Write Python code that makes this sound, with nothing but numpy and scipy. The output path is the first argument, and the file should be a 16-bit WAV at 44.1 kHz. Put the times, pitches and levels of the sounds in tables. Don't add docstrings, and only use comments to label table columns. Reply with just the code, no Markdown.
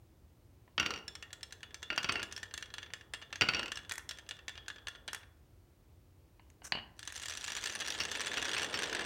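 import sys
import numpy as np
from scipy import signal
from scipy.fft import rfft, irfft, next_fast_len
from scipy.io import wavfile
from scipy.ndimage import map_coordinates

SR = 44100
rng = np.random.default_rng(int(sys.argv[2]) if len(sys.argv) > 2 else 0)


def pcm_store(signal):
    levels = np.round(np.clip(np.atleast_2d(signal), -1, 1) * 32767)
    wavfile.write(sys.argv[1], SR, levels.astype(np.int16).T)


N = 399105
TOP_HZ = 15950


def amp(db):
    return 10 ** (np.asarray(db) / 20)


def unit(x):
    return x / np.sqrt(np.mean(x ** 2) + 1e-20)


def along(points, hz):
    f, v = np.transpose(points)
    return np.interp(np.log(hz + 1), np.log(f + 1), v)


def noise(spectrum, shape):
    size = next_fast_len(shape[-1])
    white = rfft(rng.standard_normal((*shape[:-1], size)))
    gain = amp(along(spectrum, np.fft.rfftfreq(size, 1 / SR)))
    return unit(irfft(white * gain, size)[..., :shape[-1]])


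def wobble(rate):
    knots = rng.standard_normal(int(N * rate / SR) + 4)
    return map_coordinates(knots, [np.arange(N) * rate / SR])


def place(times, db, sounds):
    out = np.zeros(N + SR)
    for s, gain, sound in zip(times, amp(db), sounds):
        out[round(s * SR):][:len(sound)] += gain * sound
    return out[:N]


# (frequency [Hz], relative density [dB per Hz])
HUM_SPECTRUM = [(15, -50), (25, -25.5), (48, -6.5), (92, -5.5), (180, -21.5), (256, -22.5), (354, -18.5),
                (384, -24.5), (624, -29), (734, -31), (1480, -38.5), (5730, -45), (10700, -47.5),
                (14800, -46.5), (16000, -41.5)]


def hum(level_db):
    return amp(level_db) * noise(HUM_SPECTRUM, (N,))


# (time [s], relative level [dB])
BUMP_EVENTS = [(0.678, -49), (2.902, -43.5), (6.396, -45.5), (6.466, -55), (6.619, -43.5), (6.722, -21),
               (6.752, -28), (6.772, -33), (6.785, -34.5)]
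# (frequency [Hz], relative density [dB per Hz])
BUMP_SPECTRUM = [(60, -7), (190, 2.5), (400, -12.5), (700, 1.5), (1000, 2.5), (1300, -7.5), (1800, 0.5),
                 (3000, -2.5), (3700, -8.5), (4600, 2.5), (5400, -31), (9000, -25), (16000, -59)]


def bumps(level_db, t60, tail_db, tail_t60, ring_db, ring_hz, ring_t60, cut_hz, hardening):
    s, db = np.transpose(BUMP_EVENTS)
    t = np.arange(SR // 3) / SR
    decay = amp(-60 * t / t60) + amp(tail_db - 60 * t / tail_t60)
    blow = noise(BUMP_SPECTRUM, (len(s), len(t))) * decay
    ring_band = [(.8 * ring_hz, -45), (ring_hz, 0), (1.27 * ring_hz, -45)]
    ring = noise(ring_band, blow.shape) * amp(ring_db - 60 * t / ring_t60)
    cuts = np.minimum(cut_hz * amp(hardening * (db - db.max())), TOP_HZ)
    dulled = [signal.lfilter(*signal.butter(2, cut, fs=SR), x) for cut, x in zip(cuts, blow + ring)]
    return place(s, db + level_db, dulled)


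# (frequency [Hz], relative density [dB per Hz])
RUMBLE_SPECTRUM = [(50, -25.5), (110, -8), (200, 4), (450, 10.5), (700, 3.5), (1000, 2.5), (1750, -6),
                   (2200, -22.5), (3000, -5), (4500, -29), (9000, -40.5), (16000, -45)]
PAIR_STARTS = [0.75, 1.99, 3.42]
RAMP_S, RUN_S = 0.17, 1.89
ROWS_START_S = 6.95


def rolling(ramp_db, ramp_width_s, hollows_db, rows_db, rows_growth, bumps_db):
    t = np.arange(N) / SR
    age = t - np.array(PAIR_STARTS)[:, None]
    ramp = amp(ramp_db) * np.exp(-((age - RAMP_S) / ramp_width_s) ** 2)
    fade = np.clip(np.minimum(age, RUN_S - age) / RAMP_S, 0, 1)
    pairs = (ramp + amp(hollows_db)) * fade
    rows = amp(rows_db) * np.maximum(t - ROWS_START_S, 0) ** rows_growth
    level = np.sqrt(np.sum(pairs ** 2, axis=0) + rows ** 2)
    return level * unit(noise(RUMBLE_SPECTRUM, (N,)) * amp(bumps_db * wobble(110)))


SPLIT_HZ = 4500


def strikes(count, modes, grain, grain_t60, ring_db, crack_db, tinkle_db, tinkle_t60, detune, blur_hz, rise):
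    t = np.arange(SR // 4) / SR
    crack = amp(crack_db - 60 * t / 0.0078)
    blows = noise(grain, (count, len(t))) * (amp(-60 * t / grain_t60) + crack)
    tinkle_hz = 5700 * 1.65 ** (rng.random((count, 1)) ** 2)
    blows += amp(tinkle_db - 60 * t / tinkle_t60) * np.sin(2 * np.pi * tinkle_hz * t)
    steps = rng.standard_normal(blows.shape)
    wander = np.cumsum(steps, axis=1) * np.sqrt(2 * np.pi * blur_hz / SR)
    for hz, db, t60 in modes:
        strength, sign, shift = rng.standard_normal((3, count, 1))
        phase = 2 * np.pi * hz * (1 + detune * shift) * t + rng.permutation(wander)
        gain = np.sign(sign) * amp(ring_db + db + 2.87 * strength)
        blows += gain * amp(-60 * t / t60) * np.sin(phase.astype(np.float32))
    blows *= 1 - np.exp(-t / rise)
    filters = [signal.butter(4, SPLIT_HZ, side, fs=SR, output="sos") for side in ("low", "high")]
    parts = [signal.sosfilt(sos, blows) for sos in filters]
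    parts[1] = parts[1] * (amp(-60 * t / 0.079) + 0.29)
    return [p / p[:, :SR // 100].std(axis=1, keepdims=True) for p in parts]


def pings(s, db, hz, t60):
    t = np.arange(SR // 5) / SR
    pitch = hz * (1 + 0.0044 * rng.standard_normal((len(s), 1)))
    envelope = amp(-60 * t / t60) * (1 - np.exp(-t / 0.00076))
    return place(s, db, np.sin(2 * np.pi * pitch * t) * envelope)


# (time [s], relative level [dB], first flight [s],
# share of speed kept at a bounce [ratio], bright edge re landing [dB], ping re landing [dB])
LANDINGS = [(0.779, -16, .049, 0.58, -24, -24), (0.798, -16.5, .063, .71, -8, -21),
            (1.902, -19, .026, 0.51, -24, -30), (1.9775, -16.5, .0663, .68, -10, -26),
            (2.0928, -14.5, .063, 0.62, -22, -24), (3.4103, -14, .0766, 0.78, -10.5, -19),
            (3.4186, -12, .07, 0.67, -17, -26), (8.002, -23, .008, .68, -5, -4),
            (8.371, -21.5, .008, .45, -12.5, -24), (8.5657, -23.5, .008, 0.5, -13, -22),
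            (8.741, -23, .006, 0.73, -10, -5)]
# (frequency [Hz], relative level [dB], decay time T60 [s])
END_RESONANCES = [(1391, 4, 0.053), (1460, -5.5, 0.1), (1838, -2, .06), (2160, -4, 0.049), (2620, 2, .06),
                  (2810, -2, 0.2), (2866, -14, 0.56), (3180, -10.5, .08), (4530, -1, 0.045),
                  (4670, -15.5, 0.15), (5630, -2.5, 0.032)]
# (frequency [Hz], relative density [dB per Hz])
END_SPECTRUM = [(50, -4.5), (150, 1.5), (550, -11.5), (1000, -2.5), (1500, 0.5), (3000, 3.5), (3800, -8),
                (5800, -12), (6800, -19), (9300, -27), (11000, -48), (15000, -32)]
# (frequency [Hz], relative density [dB per Hz])
SHAKE_SPECTRUM = [(45, -11.5), (80, 11.5), (140, -5), (300, 6.5), (550, 0.5), (1000, -2), (1400, -4),
                  (2800, -1), (3700, -13.5), (5500, -21), (9000, -34.5)]
BOUNCE_LOSS = 1.435


def knocks(body_db, edge_db, ping_db, shake_db, shake_t60, chatter_db, count=7):
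    start, peak, flight, kept, edge, ping = np.transpose(LANDINGS)[..., None]
    kept, k = np.clip(kept, .1, .9), np.arange(count)
    s = (start + flight * (1 - kept ** k) / (1 - kept)).ravel()
    db = (peak + BOUNCE_LOSS * 20 * np.log10(kept ** k)).ravel()
    edge, ping = np.repeat(edge, count), np.repeat(ping, count)
    body, bright = strikes(len(s), END_RESONANCES, END_SPECTRUM, grain_t60=0.035, ring_db=-5.5, crack_db=6.5,
                           tinkle_db=-10.0, tinkle_t60=0.02, detune=0.011, blur_hz=34.3, rise=.0006)
    t = np.arange(SR // 2) / SR
    shake_envelope = amp(-60 * t / shake_t60) * (1 - np.exp(-t / 0.0013))
    shake = noise(SHAKE_SPECTRUM, (len(s), len(t))) * shake_envelope
    chatter = place(s, db + shake_db, shake) * unit(amp(chatter_db * np.tanh(wobble(150))))
    wood = place(s, db + body_db, body) + place(s, db + edge + edge_db, bright)
    return wood + pings(s, db + ping + ping_db, hz=5370, t60=.05) + chatter


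# (time [s], relative level [dB], bright edge re tick [dB])
WALL_TICKS = [(1.0796, -32, -5.5), (1.1526, -34.5, -5.5), (1.2251, -30.5, -12), (1.3296, -33.5, -2),
              (1.4303, -32, -4), (1.524, -35, -2.5), (1.6305, -30, -17), (1.7439, -33.5, -2),
              (1.8285, -29, -9), (1.9608, -33, -9), (2.0303, -27.5, -8.5), (2.1223, -27.5, -3),
              (2.2291, -25, -7), (2.3242, -34, 0), (2.3635, -33, -6), (2.377, -30.5, -9),
              (2.4304, -26, -12), (2.539, -29, -3.5), (2.577, -28.5, -5.5), (2.625, -27.5, -11.5),
              (2.7393, -29.5, -8.5), (2.782, -27, -15), (2.829, -30.5, -17), (2.9356, -26, -10),
              (3.1362, -24, -11), (3.1457, -32, -12), (3.2228, -33.5, -20), (3.3272, -25, -16.5),
              (3.357, -28.5, -10.5), (3.718, -23, -10.5), (3.7564, -35, -5), (3.7721, -27, -11.5),
              (3.8946, -33, -1), (3.911, -24, -18), (4.0909, -32, 0), (4.1101, -28.5, -8),
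              (4.1859, -36, -8), (4.2898, -33, -3), (4.3097, -26, -15), (4.4809, -25.5, -11),
              (4.493, -31.5, -12), (4.577, -32, -23), (4.6816, -27, -8.5), (4.7012, -27, -23),
              (4.8703, -25.5, -18), (4.883, -28, -9), (5.0781, -30, -5.5), (5.084, -26, -28),
              (5.1327, -34, -24), (5.1469, -30, -30), (6.992, -38, -0.5), (7.0287, -33.5, -8),
              (7.075, -29.5, -2), (7.2316, -32, -17), (7.2568, -30.5, -2), (7.2834, -32, 0.5),
              (7.4805, -23.5, -17), (7.5833, -29.5, -25), (7.659, -24, -6), (7.8184, -23.5, -31),
              (7.8814, -25, -7.5), (8.115, -23, -9), (8.2688, -22.5, -10), (8.4254, -22.5, -9),
              (8.5332, -24, -11), (8.6183, -24, -12), (8.6447, -22, -11.5), (8.832, -25, -8),
              (8.949, -24.5, -13), (8.9934, -22.5, -17)]
# (frequency [Hz], relative level [dB], decay time T60 [s])
TRACK_RESONANCES = [(1412, -8, 0.084), (1734, 6.5, 0.038), (1820, -12, 0.23), (2325, -8, 0.022),
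                    (2814, -2, 0.08), (3334, 0, 0.029), (3415, -11.5, 0.35), (3990, -17, .04),
                    (4380, -20, 0.043), (5864, -15, 0.038), (6250, -2, 0.032), (7460, -6, .04),
                    (9120, -8.5, 0.027)]
# (frequency [Hz], relative density [dB per Hz])
TRACK_SPECTRUM = [(100, -16.5), (400, -7), (900, -5), (1700, 1), (3500, 0.5), (6300, -8), (9300, -10.5),
                  (10800, -19.5), (16000, -25.5)]
# (time [s], ring level [dB])
CLEAR_SPOTS = [(1.0795, -34), (1.153, -40.5), (1.4306, -35.5), (2.3635, -35), (3.7564, -38), (4.0909, -36)]
REBOUND_S, REBOUND_DB, REBOUND_EDGE_DB = .078, -12.5, -9
REBOUND_SCATTER_S = .004


def ticks(body_db, edge_db):
    rebounds = np.add(WALL_TICKS, [REBOUND_S, REBOUND_DB, REBOUND_EDGE_DB])
    rebounds[:, 0] += REBOUND_SCATTER_S * rng.standard_normal(len(WALL_TICKS))
    s, db, edge = np.concatenate([WALL_TICKS, rebounds]).T
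    body, bright = strikes(len(s), TRACK_RESONANCES, TRACK_SPECTRUM, grain_t60=0.046, ring_db=-1, crack_db=5.5,
                           tinkle_db=-2, tinkle_t60=0.029, detune=0.014, blur_hz=49.96, rise=0.00038)
    wood = place(s, db + body_db, body) + place(s, db + edge + edge_db, bright)
    return wood + pings(*np.transpose(CLEAR_SPOTS), hz=5390, t60=0.038)


# (time [s], relative level [dB])
GLASS_CONTACTS = [(3.9203, -18.5), (3.9374, -28), (3.956, -29), (3.9804, -19.5), (5.1319, -20.5),
                  (5.147, -22), (6.5015, -44), (6.6521, -39), (7.1236, -26.5), (7.227, -28)]
# (frequency [Hz], relative density [dB per Hz])
GLASS_SPECTRUM = [(600, -12.5), (1800, 11.5), (3500, -6), (7000, 5), (10000, -2.5), (12500, -9),
                  (16000, -28)]


def clacks(level_db, t60):
    s, db = np.transpose(GLASS_CONTACTS)
    t = np.arange(SR // 20) / SR
    return place(s, db + level_db, noise(GLASS_SPECTRUM, (len(s), len(t))) * amp(-60 * t / t60))


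def scrape(start, end, level_db, grit_db):
    stroke = np.interp(np.arange(N) / SR, [start, start + 0.014, end], [0, 1, 0])
    slips = unit(amp(grit_db * np.tanh(wobble(250))))
    rasp = noise([(900, -5), (1500, 3), (2500, -5), (4500, -9), (6000, 5.5), (9000, -3.0), (15000, -19)], (N,))
    return amp(level_db) * stroke * slips * rasp


ROWS_SPEEDUP_S = 1


def clatter(body_db, edge_db, spread_db, dulling_db_per_s, count=320):
    age = (N / SR - ROWS_START_S) * (np.arange(count) + rng.random(count)) / count
    speed_db = 20 * np.log10(1 - np.exp(-age / ROWS_SPEEDUP_S))
    force, hardness = spread_db * np.clip(rng.standard_normal((2, count)), -2, 1.5)
    body, bright = strikes(count, TRACK_RESONANCES, TRACK_SPECTRUM, grain_t60=0.037, ring_db=-8.5, crack_db=-6,
                           tinkle_db=0.5, tinkle_t60=0.026, detune=0.0336, blur_hz=50, rise=0.00025)
    s, db = ROWS_START_S + age, speed_db + force
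    edge = hardness / 2 + edge_db - dulling_db_per_s * age
    return place(s, db + body_db, body) + place(s, db + edge, bright)


# (frequency [Hz], decay time T60 [s])
ROOM_DECAY = [(150, 0.92), (1000, 0.67), (3000, 0.29), (7000, 0.3), (14000, 0.32)]


def room(x):
    blend = np.pi * np.arange(N) / SR / .45
    out = np.zeros(N)
    for share in (np.cos(blend), np.sin(blend)):
        hz, t, z = signal.stft(rng.standard_normal(SR // 2), SR, nperseg=256)
        decay = amp(-60 * t / along(ROOM_DECAY, hz)[:, None])
        tail = signal.istft(z * decay, SR, nperseg=256)[1]
        tail = np.pad(tail / np.linalg.norm(tail), (SR // 200, 0))
        out += signal.fftconvolve(x * share, tail)[:N]
    return out


def scene():
    hits = bumps(level_db=-4.5, t60=0.024, tail_db=-17.0, tail_t60=0.16, ring_db=-13.0, ring_hz=2910,
                 ring_t60=0.27, cut_hz=7300, hardening=0.51)
    hits += knocks(body_db=-13.5, edge_db=-11.0, ping_db=-5, shake_db=-26, shake_t60=0.26, chatter_db=6.5)
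    hits += ticks(body_db=-15.0, edge_db=-12)
    hits += clacks(level_db=-11.5, t60=0.018)
    hits += scrape(start=6.633, end=6.70, level_db=-48.5, grit_db=8)
    hits += clatter(body_db=-46.5, edge_db=-45.5, spread_db=7.0, dulling_db_per_s=7.0)
    roll = rolling(ramp_db=-52.5, ramp_width_s=.08, hollows_db=-69, rows_db=-55.0, rows_growth=1.67, bumps_db=1.5)
    return (hits + amp(-12.0) * room(hits) + roll + hum(level_db=-61.5))[None]


def record(dry):
    thin = signal.sosfilt(signal.butter(2, 38, "high", fs=SR, output="sos"), dry)
    return signal.sosfilt(signal.ellip(10, .1, 70, TOP_HZ, fs=SR, output="sos"), thin)


dry = scene()
out = record(dry)
pcm_store(out)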